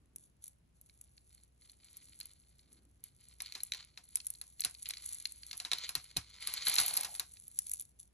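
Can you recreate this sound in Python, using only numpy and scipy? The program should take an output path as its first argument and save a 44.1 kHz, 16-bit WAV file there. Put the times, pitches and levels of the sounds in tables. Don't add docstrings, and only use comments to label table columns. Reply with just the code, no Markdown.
import sys
import numpy as np
from scipy import signal
from scipy.fft import rfft, irfft, next_fast_len
from scipy.io import wavfile

SR = 44100
rng = np.random.default_rng(int(sys.argv[2]) if len(sys.argv) > 2 else 0)


def dump_mix(stems):
    frames = np.atleast_2d(stems).T
    limited = np.clip(frames, -1, 1)
    pcm = np.round(limited * 32767).astype(np.int16)
    wavfile.write(sys.argv[1], SR, pcm)


N = 358709
TIME = np.arange(N) / SR


# t/s, relative tick level/dB
BEAD_CLINKS = [(0.1603, -45.5), (0.442, -51), (0.4792, -49.5), (.8131, -57), (1.0128, -51), (1.969, -48.5),
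               (2.2559, -48), (3.0391, -45.5), (3.42, -40), (3.6337, -34.5), (4.156, -28), (4.2561, -53),
               (4.2675, -34.5), (4.3032, -37.5), (4.6056, -33), (4.8885, -38.5), (5.0607, -39.5),
               (5.321, -48), (5.5712, -47), (6.6827, -29), (6.6965, -30), (6.7416, -34.5), (6.755, -33),
               (6.8335, -48.5), (6.8622, -33), (6.8814, -33.5), (6.9391, -34.5), (6.968, -30.5),
               (7.0096, -33.5), (7.4804, -47), (7.5888, -29), (7.6953, -42.5), (7.715, -36), (7.7356, -34),
               (7.8112, -43.5)]

def clinks():
    return [(s, db, db - 32, db - 39) for s, db in BEAD_CLINKS]


# t/s, relative knock level/dB
PAD_KNOCKS = [(0.896, -63.5), (1.1785, -60), (1.6962, -57), (2.211, -44.5), (2.5925, -63.5), (3.46, -46.5),
              (3.4695, -54), (3.5222, -44.5), (3.6036, -46), (3.72, -34), (3.7361, -40.5), (4.202, -48),
              (4.3503, -57), (4.596, -46.5), (4.618, -42), (4.638, -40), (4.7491, -51), (4.8571, -44.5),
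              (4.9066, -40.5), (4.9366, -47), (4.97, -46.5), (5.2544, -33), (5.4324, -49), (5.512, -42.5),
              (5.7331, -28.5), (5.7845, -40), (6.1654, -39.5), (6.7632, -33), (7.37, -59.5)]

def pad_knocks():
    return [(s, db - 10.5, db, db - 35) for s, db in PAD_KNOCKS]


# t/s, relative knock level/dB, relative tick level/dB
BEAD_DROPS = [(2.2018, -55, -46), (3.4041, -44, -48), (3.5515, -42.5, -55), (3.7468, -46.5, -57),
              (3.9749, -48.5, -72), (4.1705, -52, -48), (4.4139, -49, -42), (4.648, -34, -29.5),
              (4.898, -47.5, -56), (5.53, -44.5, -57), (5.6006, -42.5, -54), (5.6498, -37.5, -54),
              (5.7157, -30.5, -45), (5.8914, -40.5, -39.5), (5.9524, -32.5, -34), (6.169, -34, -32),
              (6.4724, -38.5, -34), (6.538, -41, -36), (6.669, -28.5, -43), (6.7839, -24, -35),
              (6.8003, -34, -29.5), (6.9725, -34.5, -30), (7.047, -44, -40.5), (7.1509, -49.5, -45),
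              (7.1965, -36, -34.5)]

def drops(bounce_s=0.0062, loss_db=12.5):
    falls = np.array([(s, tick_db, db, db - 11) for s, db, tick_db in BEAD_DROPS])
    bounces = np.column_stack([falls[:, 0] + bounce_s, falls[:, 1:] - loss_db])
    return np.vstack([falls, bounces])


DRAG_START_S, DRAG_END_S = 6.68, 7.06
# relative level/dB of tick, knock and desk
HOP_LEVELS = (-46, -47.5, -51)

def rattles(per_s=32, spread_db=3.5):
    s = np.arange(DRAG_START_S, DRAG_END_S, 1 / per_s)
    chance_db = spread_db * rng.standard_normal((len(s), len(HOP_LEVELS)))
    jitter_s = rng.uniform(-0.38, .5, len(s)) / per_s
    return np.column_stack([s + jitter_s, HOP_LEVELS + chance_db])


# f/Hz, relative level/dB
TICK_SPECTRUM = [(500, -83), (2300, -22.5), (4200, -28), (5200, -18), (7000, -9.5), (8500, -6.5),
                 (10000, 3), (10900, 6), (12000, -7.5), (13200, -17), (15500, -30)]
KNOCK_SPECTRUM = [(200, -49.5), (1000, -41.5), (1500, -21), (2350, -9), (2900, -13), (3600, -9.5),
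                  (4150, 4.5), (4800, -7.5), (6000, -11.5), (8000, -17), (11000, -28.5), (14000, -64.5)]
DESK_SPECTRUM = [(50, -21), (260, -8.5), (520, -13), (740, -7), (1100, -2), (2200, -1.5), (3100, -3.5),
                 (4000, -4.5), (5000, 0.5), (7000, -5.5), (10600, -3), (13000, -25.5), (16000, -36.5)]

def beads():
    contacts = np.vstack([clinks(), pad_knocks(), drops(), rattles()])
    s, tick_db, knock_db, desk_db = contacts.T
    ticks = impacts(s, tick_db, TICK_SPECTRUM, (9000, 13000), .004, t60=0.015, snap=1.4, apart=0.037)
    knocks = impacts(s, knock_db, KNOCK_SPECTRUM, (3000, 5200), .004, t60=0.015, snap=2.1, apart=0.44)
    desk = impacts(s, desk_db, DESK_SPECTRUM, (400, 1600), .01, t60=0.14, snap=8.0, apart=0.33)
    ringing = signal.fftconvolve(desk.mean(axis=0), desk_ring())[:N]
    return from_db(3.5) * ticks + from_db(1.94) * knocks + from_db(-6.5) * desk + from_db(-54.5) * ringing


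def impacts(times, levels_db, spectrum, band_hz, span_s, t60, snap, apart, detune=.045, size=6144):
    t = np.arange(size) / SR
    noise = rng.standard_normal((len(times), 3, size))
    force = (noise[:, :1] + apart * noise[:, 1:]) * from_db(-60 * t / t60)
    force[..., 0] += snap
    pitches = np.exp(detune * rng.uniform(-1.22, 1, len(times)))
    bodies = np.array([response([(hz * pitch, db) for hz, db in spectrum], 1024) for pitch in pitches])
    sounds = signal.fftconvolve(force, bodies[:, None], axes=2)
    bandpass = signal.butter(2, band_hz, "band", fs=SR, output="sos")
    onsets = signal.sosfilt(bandpass, sounds[..., :int(span_s * SR)])
    gains = from_db(levels_db) / np.sqrt(np.mean(onsets ** 2, axis=(1, 2)))
    track = np.zeros((2, N))
    for s, gain, sound in zip(times, gains, sounds):
        add(track, s, gain * sound)
    return track


# f/Hz, relative level/dB, T60/s
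DESK_TOP_MODES = [(71, -5, 0.14), (106.4, -8.5, 0.2), (155, -1.5, 0.081), (274, -4, 0.083),
                  (383, -6.5, 0.05), (714, 6.5, 0.052), (913, 0.5, 0.043), (1030, -1, 0.08)]

def desk_ring(late_cycles=1.62):
    ring = 0
    for hz, db, t60 in DESK_TOP_MODES:
        age = np.maximum(TIME[:SR // 2] - late_cycles / hz, 0)
        ring = ring + from_db(db - 60 * age / t60) * np.sin(2 * np.pi * hz * age)
    return ring


PULL_ATTACK_S = 0.022
# t/s, relative jingle level/dB, relative slide level/dB
CHAIN_STIR = [(0.0, -84, -99), (1.33, -89.5, -95), (2.01, -63.5, -87), (2.99, -83, -87.5),
              (3.6, -63.5, -63), (3.89, -74.5, -68), (4.46, -66.5, -77), (5.02, -59.5, -58),
              (5.5, -61, -64.5), (5.73, -73, -55), (6.25, -74, -61), (6.7, -54, -38), (6.86, -50, -58.5),
              (7.27, -66, -70), (7.72, -63.5, -87.5), (8.13, -91.5, -97)]
# t/s, duration/s, relative jingle level/dB, relative slide level/dB
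CHAIN_PULLS = [(0.174, 0.059, -65.5, -89), (0.404, 0.063, -63, -75.5), (0.732, 0.69, -74, -88),
               (1.279, 0.11, -72.5, -71), (1.593, 0.11, -70.5, -66.5), (1.785, 0.53, -71.5, -65),
               (2.34, 0.43, -107, -74.5), (2.704, 0.047, -69, -83.5), (3.024, 0.047, -66.5, -63),
               (3.182, 0.13, -70, -65.5), (3.4, 0.21, -79.5, -56), (3.722, 0.097, -80, -50.5),
               (4.085, .27, -66.5, -70.5), (4.842, 0.14, -71.5, -54.5), (5.001, 0.15, -52.5, -63.5),
               (5.477, 0.15, -60.5, -65), (5.713, .13, -60.5, -43), (5.86, 0.23, -63, -66.5),
               (6.398, 0.15, -55, -46), (6.644, 0.22, -45.5, -38), (6.883, .17, -49, -49),
               (7.087, 0.071, -50.5, -60.5), (7.54, 0.27, -57.5, -74.5), (7.98, 0.03, -61.5, -84)]

def chain_levels(release_db_per_s=236.5):
    s, *columns = np.transpose(CHAIN_STIR)
    power = from_db([np.interp(TIME, s, column) for column in columns]) ** 2
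    for start, length, *levels_db in CHAIN_PULLS:
        swell = np.clip((TIME - start) / PULL_ATTACK_S, 0, 1)
        release = from_db(-release_db_per_s * np.clip(TIME - start - length, 0, 1))
        power = power + np.outer(from_db(levels_db), swell * release) ** 2
    return 10 * np.log10(power)


# f/Hz, relative level/dB
LINK_SPECTRUM = [(1500, -40), (4200, -20), (6500, -15.5), (8800, -8.5), (10000, -2), (10800, 0),
                 (12000, -19.5), (13200, -42), (16000, -35.5)]
SLIDE_SPECTRUM = [(100, -29), (800, -26), (2300, -12), (3200, -11.5), (3800, -3.5), (4250, 0.5), (4800, -7),
                  (6300, -17), (8500, -21), (13000, -52)]

def chain():
    links_db, slide_db = chain_levels()
    links = stick_slip(links_db, LINK_SPECTRUM, per_s=560, spread_db=5.5, hiss=0.43, t60=0.01)
    slide = stick_slip(slide_db, SLIDE_SPECTRUM, per_s=550, spread_db=2.5, hiss=0.31, t60=0.0088)
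    return from_db(5.0) * links + from_db(-4.0) * slide


def stick_slip(level_db, spectrum, per_s, spread_db, hiss, t60, stretches=5):
    t = TIME[:SR // 50]
    rustle = 0
    for _ in range(stretches):
        ring = rms_one(rng.standard_normal(len(t)) * from_db(-60 * t / t60))
        slipping = from_db(3.5 * drift(45))
        force = slipping * link_collisions(level_db, per_s / stretches, spread_db, hiss)
        rustle = rustle + signal.oaconvolve(force, ring)[:N]
    return from_db(level_db) * coloured(rustle, spectrum)


def link_collisions(level_db, per_s, spread_db, hiss):
    rate = per_s * from_db(.6 * (level_db + 60))
    sizes = from_db(spread_db * np.minimum(rng.exponential(1, N), 4.5)) * rng.choice([-1, 1], N)
    collides = rng.random(N) < rate / SR
    return rms_one(sizes) * collides * np.sqrt(SR / rate) + hiss * rng.standard_normal(N)


# f/Hz, relative level/dB
HOLLOW_SPECTRUM = [(60, -20.5), (200, -8.5), (300, -14), (480, -14.5), (620, -4), (712, 2), (830, 2.5),
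                   (1050, -15.5), (1600, -14)]

def drag(hollow_db=-55, release_db_per_s=128.5):
    swell = np.clip((TIME - DRAG_START_S) / PULL_ATTACK_S, 0, 1)
    level_db = hollow_db - release_db_per_s * np.maximum(TIME - DRAG_END_S, 0)
    return swell * stick_slip(level_db, HOLLOW_SPECTRUM, per_s=900, spread_db=2.5, hiss=.5, t60=.008)


# t/s, impulse level/dB
FINGER_BUMPS = [(4.648, -56.5), (5.955, -50), (6.162, -40), (6.788, -53)]
# centre t/s, Gaussian width/s, level/dB
SKIN_BRUSHES = [(.14, 0.12, -77.5), (2.1, 0.18, -80.5), (2.77, 0.1, -72.5), (5.15, 0.6, -86.5)]
# f/Hz, relative level/dB
SKIN_SPECTRUM = [(60, -19), (150, -3.5), (300, 0), (600, -23.5), (1500, -24), (12000, -58.5)]

def hands(soft_hz=326):
    push = np.zeros(N)
    for s, db in FINGER_BUMPS:
        add(push, s, from_db([db]))
    thud = signal.sosfilt(signal.butter(2, soft_hz, fs=SR, output="sos"), desk_ring())
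    brushing = sum(from_db(db) * np.exp(-.5 * ((TIME - s) / width) ** 2) for s, width, db in SKIN_BRUSHES)
    return signal.fftconvolve(push, thud)[:N] + brushing * coloured(rng.standard_normal(N), SKIN_SPECTRUM)


def room(x, t60=0.25, build_s=0.00043, wet_db=-14, dull_hz=6500):
    t = TIME[:SR // 2]
    tails = rng.standard_normal((2, len(t))) * from_db(-60 * t / t60) * (1 - np.exp(-t / build_s))
    tails /= np.sqrt(np.sum(tails ** 2, axis=1, keepdims=True))
    tails = signal.sosfilt(signal.butter(1, dull_hz, fs=SR, output="sos"), tails)
    return from_db(wet_db) * signal.fftconvolve(x, tails, axes=1)[:, :N]


# f/Hz, relative level/dB
AIR_SPECTRUM = [(20, -13), (40, -4), (75, 2), (130, -2.5), (250, -13), (500, -21.5), (1000, -28.5),
                (2500, -31), (4100, -35), (6000, -37), (10500, -40.5), (13000, -46.5), (16000, -57.5)]

def background(air_db=-72.5, hum_db=-73.5, hum_hz=59.3):
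    common = coloured(rng.standard_normal(N), AIR_SPECTRUM)
    side = coloured(rng.standard_normal(N), AIR_SPECTRUM)
    side = signal.sosfilt(signal.butter(2, 200, "high", fs=SR, output="sos"), side)
    hum = np.sqrt(2) * np.sin(2 * np.pi * hum_hz * TIME + .4 * drift(5)) * from_db(1.8 * drift(8))
    return from_db(air_db) * (common + side * [[1], [-1]]) + from_db(hum_db) * hum


def from_db(db):
    return 10 ** (np.asarray(db) / 20)


def rms_one(x):
    return x / np.sqrt(np.mean(x ** 2) + 1e-20)


def response(spectrum, size):
    hz, db = np.transpose(spectrum)
    grid = np.maximum(np.fft.rfftfreq(size, 1 / SR), 1)
    magnitude = from_db(np.interp(np.log(grid), np.log(hz), db))
    cepstrum = irfft(np.log(magnitude))
    cepstrum[1:size // 2] *= 2
    cepstrum[size // 2 + 1:] = 0
    return irfft(np.exp(rfft(cepstrum)))


def coloured(x, spectrum):
    return rms_one(signal.fftconvolve(x, response(spectrum, 8192))[:N])


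def drift(per_s):
    knots = rng.standard_normal(int(N / SR * per_s) + 2)
    return rms_one(np.interp(TIME * per_s, np.arange(len(knots)), knots))


def add(track, s, sound):
    start = max(int(s * SR), 0)
    track[..., start:start + sound.shape[-1]] += sound[..., :max(N - start, 0)]


def scene():
    necklace = beads() + chain() + drag()
    return necklace + room(necklace) + hands() + background()


# f/Hz, phase/rad
RIGHT_PORT_LAG = [(0, 0), (1700, 0), (2900, .8), (3800, .7), (4500, 1.6), (4900, 3.1), (5200, 4.9),
                  (5900, 6.3), (7500, 8.0), (11000, 11.0), (12300, 12.3), (13500, 12.8), (15500, 15.7)]

def record(dry, cutoff_hz=16400):
    size = next_fast_len(N + SR // 10)
    lag = np.interp(np.fft.rfftfreq(size, 1 / SR), *np.transpose(RIGHT_PORT_LAG))
    right = irfft(rfft(dry[1], size) * np.exp(-1j * lag), size)[:N]
    lowpass = signal.ellip(10, .2, 80, cutoff_hz, fs=SR, output="sos")
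    return signal.sosfilt(lowpass, np.array([dry[0], right]))


dry = scene()
out = record(dry)
dump_mix(out)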